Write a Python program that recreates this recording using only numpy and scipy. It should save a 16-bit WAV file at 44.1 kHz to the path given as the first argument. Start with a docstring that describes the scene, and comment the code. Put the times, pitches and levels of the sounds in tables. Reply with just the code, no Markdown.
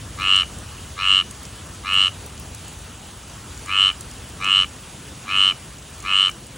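"""Night on wet concrete: traffic rumble and steady air (low traffic hum, light rain hiss above), both
shaped noise, run throughout. Single drops tick from the start, each a short band-limited noise crack.
From 0.18 s a small tree frog calls seven times: trains of about 25 pulses, each briefly sounding the
modes of throat, vocal sac and head; a near wall and a short tail echo it.
All is heard in stereo, left and right differing in phase and level by frequency."""
import sys
import numpy as np
from scipy import signal
from scipy.fft import rfft, irfft, next_fast_len
from scipy.io import wavfile
from scipy.ndimage import uniform_filter1d, map_coordinates

SR = 44100
rng = np.random.default_rng(int(sys.argv[2]) if len(sys.argv) > 2 else 0)


def invert_db(x):
    """Field ratio 10**(x/20) for x, a level in decibels (scalar or array-like)."""
    u = np.asarray(x, float) / 20
    return 10 ** u


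def bounce(signal):
    """Save signal as a 16-bit WAV file at the path given by the first command-line argument."""
    frames = np.transpose(np.atleast_2d(signal))
    limited = np.clip(frames, -1, 1)
    pcm = np.round(limited * 32767).astype(np.int16)
    wavfile.write(sys.argv[1], SR, pcm)


N = 289737


def unit(x):
    """Scale to rms 1."""
    return x / np.sqrt(np.mean(x ** 2) + 1e-20)


def along(points, hz):
    """Interpolate (frequency [Hz], value) points on a log frequency axis."""
    point_hz, value = np.transpose(points)
    return np.interp(np.log(hz + 1), np.log(point_hz + 1), value)


def wobble(knots_per_s):
    """Smooth random curve through Gaussian knots."""
    knots = rng.standard_normal(int(N * knots_per_s / SR) + 4)
    return map_coordinates(knots, [np.arange(N) * knots_per_s / SR])


def filtered(x, response):
    """Apply a complex response of frequency [Hz] by FFT."""
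    size = next_fast_len(N + 8192)
    spectrum = rfft(x, size) * response(np.fft.rfftfreq(size, 1 / SR))
    return irfft(spectrum, size)[..., :N]


def noise(spectrum, patchy_db):
    """Coloured noise of rms 1, with random gain patches in time and frequency."""
    z = signal.stft(rng.standard_normal(N + 512), nperseg=512)[2]
    field = uniform_filter1d(rng.standard_normal(z.shape), 8, 0)
    field = unit(uniform_filter1d(field, 8, 1))
    x = signal.istft(z * invert_db(patchy_db * field), nperseg=512)[1][:N]
    return unit(filtered(x, lambda hz: invert_db(along(spectrum, hz))))


# traffic rumble spectrum: (frequency [Hz], relative density [dB per Hz])
RUMBLE_SPECTRUM = [(12, -64), (20, -32), (35, -17.5), (54, 0), (86, -1), (120, -4.5), (160, -32),
                   (260, -120)]


def rumble():
    """Low-frequency traffic noise of rms 1, common to left and right."""
    return noise(RUMBLE_SPECTRUM, patchy_db=-0.55)


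# steady air, low traffic hum below about 500 Hz and rain hiss above:
# (frequency [Hz], relative density [dB per Hz])
AIR_SPECTRUM = [(130, 17), (220, 13), (400, 6.5), (700, 3.5), (1300, 4), (2200, -1), (3000, 3), (4000, -2),
                (5200, -3.5), (6500, -0.5), (9500, -1), (10700, -0.5), (12000, -9.5), (15700, -6)]
# stereo side noise of the air by band: (frequency [Hz], filter gain [dB])
SIDE_GAIN = [(150, -74), (400, -12), (900, -14), (1400, -12.5), (1800, -83), (4500, -78.5), (4950, 6),
             (5350, -75), (6600, -83), (7200, -10), (9000, -6), (11200, -7), (11800, -76), (13700, -78),
             (14300, -12), (15800, -11)]


def steady_air():
    """Traffic hum and rain hiss: common noise of rms 1, plus side noise of opposite sign left and right."""
    spectrum = [(70, -25)] + AIR_SPECTRUM
    side = noise(spectrum, patchy_db=-0.5)
    side = filtered(side, lambda hz: invert_db(along(SIDE_GAIN, hz)))
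    return noise(spectrum, patchy_db=1.5) + np.array([side, -side])


# night before flutter: (time [s], rumble level [dB], common steady air level [dB])
NIGHT_LEVELS = [(0.0, -38.5, -38.5), (0.5, -39, -38.5), (1.4, -43, -39.5), (1.7, -40.5, -39),
                (3.2, -42.5, -40), (4.3, -40, -39), (4.7, -45.5, -40), (5.45, -43, -39), (5.8, -44.5, -41),
                (6.57, -45.5, -40.5)]


def night():
    """Rumble and steady air on slow level curves, each with a small random flutter."""
    time_s, *levels = np.transpose(NIGHT_LEVELS)
    rumble_db, air_db = [np.interp(np.arange(N) / SR, time_s, level) for level in levels]
    rumble_db = rumble_db + 0.27 * wobble(6.4)
    air_db = air_db + 0.5 * wobble(12) + 0.3 * wobble(5)
    return invert_db(rumble_db) * rumble() + invert_db(air_db) * steady_air()


# loudest drops: (time [s], level before band filter [dB], centre frequency [Hz])
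LOUD_DROPS = [(.3624, -19, 7850), (.5866, -26, 9200), (1.31, -22.5, 8500), (1.4523, -24, 6000),
              (1.939, -19, 10900), (2.2623, -25, 13100), (2.398, -22, 13500), (2.548, -22, 8950),
              (2.6813, -25, 10000), (3.576, -26, 6600), (3.6606, -24, 8000), (4.0087, -20, 9000),
              (4.1125, -25.5, 9000), (4.2423, -31.5, 9000), (4.444, -19, 7650), (6.0026, -27, 7950),
              (6.2985, -22, 11000)]


def drops():
    """Each drop is a decaying noise crack in its own band; 400 faint ones fall at random."""
    time_s, db, hz = np.transpose(LOUD_DROPS)
    chance = rng.random((400, 3))
    time_s = np.r_[time_s, chance[:, 0] * N / SR]
    db = np.r_[db, -42 - 3.8 * np.log(chance[:, 1] + .01)]
    hz = np.r_[hz, 5500 + 9500 * chance[:, 2]]
    lead_in_s, decay_60db_s = .001, .02
    t = np.arange(512) / SR - lead_in_s
    crack = rng.standard_normal((len(time_s), len(t)))
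    crack *= invert_db(db[:, None] - 60 * t / decay_60db_s) * (t > 0)
    octaves = np.log2(np.fft.rfftfreq(len(t), 1 / SR) / hz[:, None] + 1e-9)
    crack = irfft(rfft(crack) * invert_db(-14 * octaves ** 2))
    out = np.zeros(N + 1024)
    np.add.at(out, (time_s * SR).astype(int)[:, None] + np.arange(len(t)), crack)
    return out[round(lead_in_s * SR):][:N]


# Frog parts, in order: 0 throat, 1 slack sac, 2 taut sac, 3 head.
# swell of every call: (time since start [pulses], throat, slack sac, taut sac, head level [dB])
SWELL_LEVELS = [(-0.5, -47, -65, -61, -61), (0.6, -36, -45, -46, -55), (2.33, -31, -30.5, -41.5, -45.5),
                (4, -29.5, -29.5, -28.5, -46.5), (8, -27.5, -25.5, -20.5, -47.5),
                (11.5, -28, -34, -14, -45), (16, -28.5, -34, -13.5, -41), (19.5, -29.5, -38, -14.5, -42)]
# close of every call: (time to last pulse [pulses], throat, slack sac, taut sac, head change [dB])
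CLOSE_LEVELS = [(0, -5.5, 3, -17, -13), (1.1, -1.5, 6, -5.5, -2.5), (2.2, -1.5, 5, -1.9, 1.5),
                (4, 0, 1.5, 0, 1.5)]
# share of the sac's lateness that delays each part's swell: one ratio per part
LATE_SHARES = [1, 0.58, 0.85, 0.71]


def part_levels(pulse, left, effort):
    """Levels [dB] of the four parts per pulse: swell, close and the call's own effort."""
    strength_db, late_pulses, slack_db, last_db, head_db = effort
    since_start, *swells = np.transpose(SWELL_LEVELS)
    before_end, *closes = np.transpose(CLOSE_LEVELS)
    levels = []
    for swell, close, share in zip(swells, closes, LATE_SHARES):
        level = strength_db + np.interp(pulse - share * late_pulses, since_start, swell)
        level = level + np.interp(left, before_end, close) + last_db * (left == 0)
        levels.append(level)
    opening_pulses = 11
    levels[1] = levels[1] + slack_db
    levels[3] = levels[3] + head_db * np.exp(-(pulse / opening_pulses) ** 2)
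    return levels


# tuning by part: (flat at start [%], half tuned at [pulse], spread [pulses], flat at end [%])
PART_TENSION = [(6, 1.2, .6, 0.3), (8.5, 3.4, .5, 9), (2, 16, 2, 1.5), (6, 1.5, .8, 3)]


def part_tunings(pulse, left, late_pulses, sharp_percent):
    """Pitch ratios of the four parts: flat at first, tuned as the sac fills, slackening at the end."""
    filled, slacken_pulses = pulse - late_pulses, .5
    tunings = []
    for start_percent, until, spread, end_percent in PART_TENSION:
        flat_percent = start_percent / (1 + np.exp((filled - until) / spread))
        flat_percent = flat_percent + end_percent * np.exp(-left / slacken_pulses)
        tunings.append(1 - flat_percent / 100)
    tunings[2] = tunings[2] + sharp_percent / 100
    return tunings


# modes before tuning and scatter:
# (part, frequency [Hz], level over part [dB], peak time [ms], rise to peak [ms], fall [ms])
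MODES = [(0, 1252, 9, 1.17, 3.44, 1.09), (0, 1741, -3.5, -0.85, 0.98, 6.6),
         (0, 2217, 1.5, -0.63, 2.45, 1.37), (1, 2565, 7.5, 0.9, 2.1, 1.4), (1, 2552, 0.5, 5, 1.6, 2),
         (2, 2923, 8, 1.34, 2.43, 1.9), (2, 3343, -10.5, 2.4, 4.3, 0.66), (3, 4070, 14.5, 1.9, 2.6, 1.1),
         (3, 3610, 12.5, 1.04, 1.9, 0.38), (3, 4580, 3, 2.6, 4.3, 1.3), (3, 5485, 4.5, 1.3, 3.1, 0.8),
         (3, 6250, 2, 3.7, 1.5, 0.88), (2, 7460, -15.5, -0.2, 1.1, 0.53), (2, 8360, -19, 3.5, 3.3, 1.2)]


def pulse_modes(since, pulse, levels, tunings):
    """Yield each mode's sines under Gaussian swells; most fall faster than they rise as the folds close."""
    count = len(pulse)
    taut_lag_ms_per_pulse = .035
    pulse_pitch = 1 + .004 * rng.standard_normal(count)
    for part, hz, db, peak_ms, rise_ms, fall_ms in MODES:
        # high modes scatter more in pitch and phase
        scatter = rng.standard_normal((3, count))
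        tuning = tunings[part] * pulse_pitch * (1 + .009 * (hz / 8000) ** 2 * scatter[0])
        level_db = db + levels[part] + .7 * scatter[1]
        slip_rad = 1.6 * (hz / 5000) ** 3 * scatter[2]
        late_ms = since * 1000 - peak_ms
        if part == 2:  # taut sac peaks ever later in the pulse
            late_ms = late_ms - taut_lag_ms_per_pulse * (pulse[:, None] - count / 2)
        swell = np.exp(-(late_ms / np.where(late_ms < 0, rise_ms, fall_ms)) ** 2)
        sign = (-1) ** round(hz / 420)  # modes 420 Hz apart move in opposition
        phase = 2 * np.pi * hz * tuning[:, None] * since + slip_rad[:, None]
        yield invert_db(level_db)[:, None] * swell * sign * np.sin(phase)


# calls before timing scatter: (first pulse [s], pulse period [ms], pulses [count])
CALLS = [(.1785, 10.43, 25), (.9696, 10.43, 25), (1.8385, 10.43, 25), (3.6634, 10.27, 25),
         (4.3933, 10.35, 25), (5.2609, 10.30, 26), (6.0310, 10.37, 26)]
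# effort by call: (strength [dB], sac fills late by [pulses], slack sac [dB], last pulse [dB],
# head at opening [dB])
CALL_EFFORT = [(0, 0.1, -1, 3, 0), (0, 0.071, -2, -3.5, 2), (-0.5, 0.079, -1.5, -10, 0),
               (0, 1.1, 0.5, -1.5, -4.5), (0, 0.79, 1, 1.5, -3), (-0.5, 0.86, 1, 0.5, -1),
               (-0.5, 0.69, 0.1, 3.5, -2.5)]
# taut sac pitch over its modes, by call: sharpness [%]
TAUT_SHARPNESS = [0.4, 0.6, 0.5, 2.1, 1.5, 1.9, 1.9]


def frog():
    """Pulse trains of breath excite all modes; the last pulses come late as the breath runs out."""
    t = np.arange(-512, 512) / SR
    out = np.zeros(N + SR)
    for (first_s, period_ms, count), effort, sharp_percent in zip(CALLS, CALL_EFFORT, TAUT_SHARPNESS):
        pulse = np.arange(count)
        left = pulse[::-1]
        at_ms = pulse * period_ms + 2.56 * np.exp(-left / 1.216)
        at_s = first_s + (at_ms + 0.078 * rng.standard_normal(count)) / 1000
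        levels = part_levels(pulse, left, effort)
        tunings = part_tunings(pulse, left, effort[1], sharp_percent)
        centre = np.round(at_s * SR).astype(int)
        since = t + (centre / SR - at_s)[:, None]  # keeps sub-sample timing
        for tones in pulse_modes(since, pulse, levels, tunings):
            np.add.at(out, centre[:, None] + np.arange(len(t)), tones)
    return out[len(t) // 2:][:N]


def yard(x):
    """One reflection from a near wall, then a short decaying-noise tail of open air."""
    wall_s, wall_db, tail_start_s, tail_db, decay_60db_s = .0043, -17.5, .012, -20.5, .19
    t = np.arange(SR // 2) / SR
    echo = rng.standard_normal(len(t)) * invert_db(-60 * t / decay_60db_s) * (t > tail_start_s)
    echo *= invert_db(tail_db) / np.linalg.norm(echo)
    echo[round(wall_s * SR)] += invert_db(wall_db)
    return signal.fftconvolve(x, echo)[:N]


def scene():
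    """Night air, drops, frog and its echoes."""
    call = frog()
    return night() + drops() + call + yard(call)


# stereo phase and level of left against right:
# (frequency [Hz], phase lead [half turns], level [dB])
STEREO_DIFFERENCE = [(300, 0, 0), (600, .1, 2.4), (950, .15, 2.6), (1300, .07, 1.2), (1750, 0, 0),
                     (4600, 0, 0), (4830, -.2, 0), (5080, -1.7, 0), (5250, -2, 0), (6700, -2, 0),
                     (7700, -2.3, 0), (11400, -3, 0), (13700, -3, 0), (15800, -3.35, 0)]


def stereo(dry):
    """Split the phase and level difference evenly over left and right; cut above the top frequency."""
    top_hz = 15830
    point_hz, lead, db = np.transpose(STEREO_DIFFERENCE)

    def response(hz):
        phase_rad = np.pi * np.interp(hz, point_hz, lead)
        log_gain = np.log(invert_db(np.interp(hz, point_hz, db)))
        half = (1j * phase_rad + log_gain) / 2
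        return np.exp([half, -half]) * (hz < top_hz)

    return filtered(dry, response)


def top_cut(x):
    """Nothing passes above the cut-off."""
    return signal.sosfilt(signal.butter(12, 17120, fs=SR, output="sos"), x)


def record(dry):
    """Finish the scene as a left and right channel."""
    mix = stereo(dry)
    return top_cut(mix)


dry = scene()
out = record(dry)
bounce(out)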